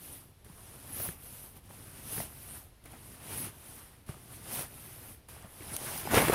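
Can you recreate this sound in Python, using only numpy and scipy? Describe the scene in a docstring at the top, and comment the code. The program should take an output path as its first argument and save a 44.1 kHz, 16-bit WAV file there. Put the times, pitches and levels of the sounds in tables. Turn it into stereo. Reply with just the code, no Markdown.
"""A nylon sleeping bag is grabbed and stuffed by hand into its sack, stroke after stroke; then a
stiffer ground sheet is lifted and shaken. The weave swishes in tiny slips, folds crumple, the padding
heaves and the sack booms softly. Hands pat the cloth, creases snap and skipping threads zip.
A far rumble and the faint hiss of an open field lie underneath."""
import sys
import numpy as np
from scipy import signal
from scipy.fft import rfft, irfft, next_fast_len
from scipy.io import wavfile
from scipy.ndimage import uniform_filter1d, map_coordinates

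SR = 44100
rng = np.random.default_rng(int(sys.argv[2]) if len(sys.argv) > 2 else 0)


def generate_wav(sig):
    """Save sig (samples, or channels by samples) to the path in sys.argv[1] as 16-bit PCM at SR."""
    pcm = np.round(np.clip(np.atleast_2d(sig).T, -1, 1) * 32767).astype(np.int16)
    wavfile.write(sys.argv[1], SR, pcm)


N = 279726

# tone of the nylon in loud swishes and snaps: freq_hz, gain_db
LOUD_NYLON = [(1800, -17.5), (3000, -8.5), (4500, -9.5), (6300, -7.5), (7500, -11.5), (8700, -1.5),
              (10600, 1.5), (12500, -13), (15600, -16), (16000, -49)]


def amp(db):
    """Decibels to gain."""
    return 10 ** (np.asarray(db) / 20)


def unit(x):
    """Scaled to rms 1."""
    return x / np.sqrt(np.mean(x ** 2) + 1e-20)


def along(points, hz):
    """Read (freq_hz, value) points on a log frequency axis."""
    freqs, values = np.transpose(points)
    return np.interp(np.log(hz + 1), np.log(freqs + 1), values)


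def curves(rows):
    """One value per sample for each column after the time."""
    times, *columns = np.transpose(rows)
    return [np.interp(np.arange(N) / SR, times, column) for column in columns]


def filtered(x, response):
    """Filter by a gain given as a function of frequency."""
    size = next_fast_len(N + 8192)
    return irfft(rfft(x, size) * response(np.fft.rfftfreq(size, 1 / SR)), size)[..., :N]


def coloured(pair, tone):
    """A noise pair shaped by a tone curve, at rms 1."""
    return unit(filtered(pair, lambda hz: amp(along(tone, hz))))


def patchy(pair, depth_db):
    """Patches of the spectrum swell and fade, as when folds slide at their own speeds."""
    bins = signal.stft(pair, nperseg=256)[2]
    drift = uniform_filter1d(rng.standard_normal(bins.shape[1:]), size=6, axis=0)
    drift = uniform_filter1d(drift, size=8, axis=1)
    return signal.istft(bins * amp(depth_db * unit(drift)), nperseg=256)[1][:, :N]


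def slips(per_s, t60_s, spread_db, bed):
    """A noise pair in bursts: the weave lets go at random, each slip dying fast over a steady bed."""
    kicks = (rng.random(N) < per_s / SR) * amp(2 * spread_db * rng.standard_normal(N))
    power = signal.lfilter([1], [1, -amp(-120 / (t60_s * SR))], kicks)
    return np.sqrt(bed + power / power.mean()) * rng.standard_normal((2, N))


def glide(events, width_hz, fade_s=0.0289):
    """A narrow noise band follows a moving pitch, fading in and out: a point source, mid only."""
    points = []
    for start, length, first, middle, last, db in events:
        end = start + length
        points += [(start - fade_s, first, -90), (start, first, db), (start + length / 2, middle, db),
                   (end, last, db), (end + fade_s, last, -90)]
    pitch_hz, level_db = curves(points)
    wander = unit(filtered(rng.standard_normal((2, N)), lambda hz: np.exp(-(hz / width_hz) ** 2)))
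    phase = 2 * np.pi * np.cumsum(pitch_hz) / SR
    return np.outer([1, 0], amp(level_db) * (wander[0] * np.sin(phase) + wander[1] * np.cos(phase)))


def stereo(pair, likeness):
    """Mid and side to left and right, wider where the likeness is low."""
    angle = lambda hz: np.arccos(np.clip(along(likeness, hz), 0, 1)) / 2
    mid, side = filtered(pair, lambda hz: np.array([np.cos(angle(hz)), np.sin(angle(hz))]))
    return np.array([mid + side, mid - side])


def open_field():
    """Far rumble and faint hiss from all round."""
    # tone of the ambience: freq_hz, gain_db
    tone = [(12, -52), (20, 0.5), (75, -3), (176, -14.5), (1470, -29), (4200, -32.5), (7500, -40),
            (10400, -30), (14200, -37), (14600, -94)]
    # narrow bass, wide treble: freq_hz, left_right_likeness
    likeness = [(60, .95), (110, 0.88), (200, 0.26), (700, 0.15), (2400, 0.21), (5000, .05)]
    air = patchy(rng.standard_normal((2, N)), depth_db=1.1)
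    return stereo(amp(-55) * coloured(air, tone), likeness)


def whistle():
    """A faint, thin whistle sounds twice near the end."""
    # whistle tones: start_s, length_s, first_hz, middle_hz, last_hz, level_db
    tones = [(5.62, .12, 5150, 5170, 5130, -56), (6.04, .05, 5030, 5040, 5050, -56)]
    return glide(tones, width_hz=18)


def thread_zips():
    """Threads skip over threads, the pitch following their speed."""
    # short, high zips: start_s, length_s, first_hz, middle_hz, last_hz, level_db
    zips = [(.125, .025, 9140, 9700, 9800, -46), (.93, .035, 10500, 11000, 11200, -41),
            (1.025, 0.03, 11200, 10700, 10050, -36), (1.32, 0.12, 6300, 8000, 11000, -53),
            (2.12, .08, 10750, 11200, 10200, -39), (2.49, .07, 8600, 9000, 9400, -45),
            (3.375, 0.056, 10530, 11400, 10000, -37), (4.55, 0.063, 10400, 10300, 10400, -48),
            (5.735, .012, 10400, 10400, 10300, -62)]
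    return glide(zips, width_hz=820)


def crease_snaps(t60_s=0.009, sheen_lift_db=9):
    """A crease flips: a sudden bright burst."""
    # flipping creases: start_s, level_db
    snaps = [(0.4473, -43), (0.8936, -40), (1.5599, -50), (2.8406, -44), (2.857, -37), (2.9204, -41),
             (4.0906, -46), (5.2869, -41), (5.4244, -41), (5.7655, -16.5), (5.771, -35), (5.9772, -24),
             (6.0897, -34), (6.117, -29), (6.1495, -23), (6.1525, -14), (6.3354, -18)]
    bursts, t = np.zeros((2, N + SR)), np.arange(SR // 20) / SR
    for start, db in snaps:
        at = round(start * SR)
        bursts[:, at:at + len(t)] += amp(db - 60 * t / t60_s) * rng.standard_normal((2, len(t)))
    tone = lambda hz: amp(along(LOUD_NYLON, hz) + 2.5 + sheen_lift_db * (hz > 12000))
    return filtered(bursts[:, :N], tone)


def hand_pats(push_t60_s=0.043, knock_t60_cycles=11.3, crackle_t60_s=0.017):
    """Each landing sucks in sharply, rebounds as a low push with a dead knock, and crackles."""
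    # hands and folds landing: start_s, push_db, push_hz, knock_db, knock_hz, crackle_db
    pats = [(0.464, -42, 102, -51, 400, -53), (0.499, -41, 168, -47, 990, -57),
            (1.002, -39, 141, -32.5, 606, -43), (1.089, -32, 170, -38, 363, -35),
            (1.7035, -50, 202, -46, 500, -50), (1.709, -46, 122, -40, 894, -51),
            (1.806, -43, 105, -65, 353, -58), (2.124, -47, 143, -56, 345, -55),
            (2.18, -35, 154, -36, 420, -36), (2.203, -33, 154, -27.5, 670, -37),
            (2.859, -44, 149, -53, 353, -58), (2.937, -46, 127, -40.5, 754, -56),
            (3.471, -47, 102, -38.5, 346, -53), (4.09, -40, 103, -36.5, 1250, -65),
            (4.094, -27.5, 133, -39.5, 375, -50), (4.143, -47, 203, -42, 1220, -62),
            (4.168, -49, 121, -49, 363, -60), (4.574, -39, 102, -46, 585, -41),
            (4.592, -38, 180, -31, 630, -46), (4.606, -43.5, 140, -40, 519, -44),
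            (5.289, -43, 100, -44, 1010, -58), (5.366, -46, 127, -46.5, 730, -60),
            (5.446, -40.5, 185, -42, 740, -56), (5.607, -41, 102, -42, 343, -44),
            (5.623, -45, 312, -55, 794, -41), (5.96, -50, 151, -33, 835, -42),
            (6.054, -50, 305, -34.5, 375, -59), (6.074, -52, 213, -23.5, 830, -48),
            (6.135, -24.5, 308, -21.5, 620, -47), (6.144, -20.5, 104, -19.5, 443, -21),
            (6.158, -31, 297, -22.5, 466, -27), (6.169, -17, 102, -23, 462, -30),
            (6.175, -23, 217, -14, 403, -20), (6.181, -28, 150, -21, 600, -13),
            (6.194, -34, 300, -19, 520, -29), (6.204, -32, 323, -21, 420, -23),
            (6.218, -29, 148, -27, 600, -22), (6.235, -30, 160, -27, 398, -36),
            (6.251, -39, 245, -21.5, 1200, -41), (6.283, -30, 316, -25, 344, -16.5),
            (6.298, -34, 275, -13, 414, -26), (6.33, -34, 261, -20.5, 450, -26.5)]
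    # tone of the crackle: freq_hz, gain_db
    crackle_tone = [(300, -7), (900, -0.5), (1800, 10.5), (3300, 2), (6000, -8.5), (12000, -3),
                    (14500, -60)]
    thuds, crackles = np.zeros((2, 2, N + SR))
    t = np.arange(SR // 8) / SR
    for start, push_db, push_hz, knock_db, knock_hz, crackle_db in pats:
        span = slice(round(start * SR), round(start * SR) + len(t))
        push = np.sin(2 * np.pi * push_hz * t) * amp(-60 * t / push_t60_s) * (1 - np.exp(-t / 0.00013))
        knock = np.sin(2 * np.pi * knock_hz * t) * amp(-60 * t * knock_hz / knock_t60_cycles)
        thuds[0, span] -= amp(push_db) * push / abs(push).max() + amp(knock_db) * knock / abs(knock).max()
        crackles[:, span] += amp(crackle_db - 60 * t / crackle_t60_s) * rng.standard_normal((2, len(t)))
    return thuds[:, :N] + filtered(crackles[:, :N], lambda hz: amp(along(crackle_tone, hz)))


def handling():
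    """Swish, sheen, crumple and heave envelopes in dB: moves swell, hold and fade; their powers add."""
    # the stiff sheet, dragged up and shaken: time_s, swish_db, sheen_db, crumple_db, heave_db
    sheet = [(5.28, -86, -90, -88, -86), (5.287, -51, -54, -58, -57), (5.46, -60, -64, -55.5, -62),
             (5.485, -59.5, -60, -64, -74), (5.713, -46.5, -51, -47.5, -49.5),
             (5.743, -38, -49, -48.5, -48), (5.779, -44.5, -50, -50.5, -57.5),
             (5.86, -39.5, -44.5, -42.5, -52.5), (6.005, -41.5, -41, -47.5, -52.5),
             (6.03, -48, -47, -47.5, -54.5), (6.1, -48.5, -45, -41.5, -44.5), (6.116, -38, -37, -34.5, -37),
             (6.165, -28.5, -33, -22.5, -34), (6.24, -35, -38, -30.5, -33.5),
             (6.315, -40, -38.5, -33, -39.5), (6.34, -50, -33, -26, -35)]
    # a hand gathers still cloth: start_s, swell_s, hold_s, swish_db, swell_db, crumple_db, heave_db
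    gathers = [(0.445, 0.24, 0.34, -54, 7.5, -59, -61.5), (1.691, 0.03, 0.28, -54, 4, -61, -60),
               (2.837, 0.22, 0.099, -54, 11, -62.5, -59), (4.064, 0.37, .13, -56, 3.5, -63, -60.5)]
    # shoves into the sack, the arm drawn out, and short tugs:
    # full_at_s, rise_s, hold_s, fall_s, swish_db, sheen_db, crumple_db, heave_db
    strokes = [(0.038, .13, .12, 0.14, -51.5, -50.5, -59.5, -59.5),
               (1.006, 0.15, 0.062, 0.099, -41, -38.5, -49.5, -50.5),
               (1.242, 0.11, 0.2, 0.17, -52.5, -51, -60, -62),
               (1.568, 0.031, .005, 0.035, -56, -56, -58, -62),
               (1.654, .04, 0.025, 0.029, -60, -68, -64, -66), (1.98, 0.058, .02, .08, -55, -66, -60, -79),
               (2.149, 0.18, .065, 0.093, -40, -41, -48.5, -50.5),
               (2.537, 0.58, 0.029, 0.13, -49.5, -49.5, -57.5, -58.5),
               (2.859, 0.01, 0.0022, .03, -59, -62, -53.5, -53),
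               (2.918, 0.058, 0.022, 0.097, -62.5, -65, -55, -58),
               (3.341, 0.18, 0.11, 0.081, -41, -45, -48.5, -50.5),
               (3.698, 0.37, 0.09, 0.25, -52, -54.5, -58, -62),
               (4.091, 0.015, .005, 0.083, -50.5, -59, -52, -68),
               (4.33, 0.086, .03, 0.081, -52.5, -56, -59, -58),
               (4.543, 0.12, 0.07, .07, -37, -41, -45, -51), (4.771, 0.33, 0.35, 0.088, -53, -53, -59, -60)]
    t = np.arange(N) / SR
    depth = np.c_[[1, 1, 0.7, 0.7]]  # crumple and heave swell and fade less deeply
    fade_db, gather_fall_s, ease = 20, 0.067, 1.17
    power = amp(2 * np.array(curves(sheet)))
    for start, swell, hold, swish, swell_db, crumple, heave in gathers:
        down_db = swell_db * np.clip(1 - (t - start) / swell, 0, 1)
        down_db += fade_db * np.clip(t - start - swell - hold, 0, None) / gather_fall_s
        levels = [swish, swish - 4, crumple, heave]
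        power += (t >= start) * amp(2 * (np.c_[levels] - depth * down_db))
    for full_at, rise, hold, fall, *levels in strokes:
        ramp = np.clip(full_at - t, 0, None) / rise + np.clip(t - full_at - hold, 0, None) / fall
        power += amp(2 * (np.c_[levels] - depth * fade_db * ramp ** ease))
    return 10 * np.log10(power)


def crumpling_folds(level_db):
    """Folds crumple in a grainy midrange rustle."""
    # tone of the folds: freq_hz, gain_db
    tone = [(150, -35), (350, -7.5), (700, -5), (1500, -9), (2800, -11.5), (4300, -20.5), (7000, -24),
            (9000, -24), (12000, -90)]
    grains = patchy(slips(per_s=300, t60_s=0.011, spread_db=2, bed=5), depth_db=2)
    return amp(level_db) * coloured(grains, tone)


def heaving_padding(heave_db):
    """The padding heaves, and the sack's boom follows with a smaller swing."""
    # soft body of the padding: freq_hz, gain_db
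    heave_tone = [(90, -42), (150, -2.5), (250, -3), (420, -11.5), (700, -31.5)]
    # low boom of the sack: freq_hz, gain_db
    boom_tone = [(30, -27), (60, -1.5), (95, 0.5), (140, -1.5), (200, -34.5)]
    heave = coloured(slips(per_s=88, t60_s=0.058, spread_db=3, bed=1.7), heave_tone)
    boom = coloured(rng.standard_normal((2, N)), boom_tone)
    boom_db = -54.5 + 0.64 * (heave_db + 59)
    return amp(heave_db) * heave + amp(boom_db) * boom


def sliding_nylon(swish_db, sheen_db, split_hz=12000):
    """The sliding weave swishes, with a bright sheen above the split."""
    # tone of the nylon in soft swishes: freq_hz, gain_db
    soft_nylon = [(1800, -13.5), (3000, -7), (4200, -9), (6300, -7.5), (7400, -10.5), (8800, -1.5),
                  (10400, 1.5), (12500, -21.5), (14500, -24), (15000, -28), (15300, -70)]
    loud_share = np.clip((swish_db + 47) / 6, 0, 1)
    weave = patchy(slips(per_s=600, t60_s=0.006, spread_db=2.5, bed=5), depth_db=1.3)
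    mix = np.zeros((2, N))
    for tone, share in (soft_nylon, 1 - loud_share), (LOUD_NYLON, loud_share):
        slide = coloured(weave, tone)
        sheen = filtered(slide, lambda hz: 1 / (1 + (split_hz / (hz + 1)) ** 24))
        mix += share * (amp(swish_db) * unit(slide - sheen) + amp(sheen_db) * unit(sheen))
    return mix


def place_cloth(pair):
    """The cloth sits close and off centre: bass reaches both sides at once, treble one side later."""
    # width of the cloth: freq_hz, left_right_likeness
    likeness = [(50, 0.97), (300, 0.99), (700, 0.85), (2000, 0.7), (3400, 0.53), (4800, 0.26), (6200, 0.34),
                (7500, 0.37), (9000, 0.084), (10300, 0.33), (11700, 0.24), (14500, 0.17)]
    # balance: freq_hz, left_over_right_db
    balance = [(60, -0.5), (180, -1), (550, -0.5), (1650, 0.5), (4970, -4.5), (15000, -0.5)]
    # the cloth crosses sides at the end: time_s, left_lag_samples
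    left_lag = [(0, 3.5), (5.3, 3), (5.8, 4), (6.1, -1), (6.34, -4.5)]
    near = filtered(stereo(pair, likeness), lambda hz: amp(np.outer([0.5, -0.5], along(balance, hz))))
    bass = filtered(near, lambda hz: 1 / (1 + (hz / 1100) ** 4))
    half_lag = curves(left_lag)[0] / 2
    treble = [map_coordinates(channel, [np.arange(N) - lag], order=5, mode="nearest")
              for channel, lag in zip(near - bass, (half_lag, -half_lag))]
    return bass + treble


def scene():
    """The handled cloth up close, over the open field."""
    swish_db, sheen_db, crumple_db, heave_db = handling()
    cloth = sliding_nylon(swish_db, sheen_db) + crumpling_folds(crumple_db) + heaving_padding(heave_db)
    accents = hand_pats() + crease_snaps() + thread_zips() + whistle()
    return place_cloth(cloth + accents) + open_field()


def record(dry, low_cut_hz=40, top_hz=15850):
    """The deepest bass is thinned and the highest treble is cut off."""
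    return filtered(dry, lambda hz: (hz < top_hz) * hz ** 2 / (hz ** 2 + low_cut_hz ** 2))


dry = scene()
out = record(dry)
generate_wav(out)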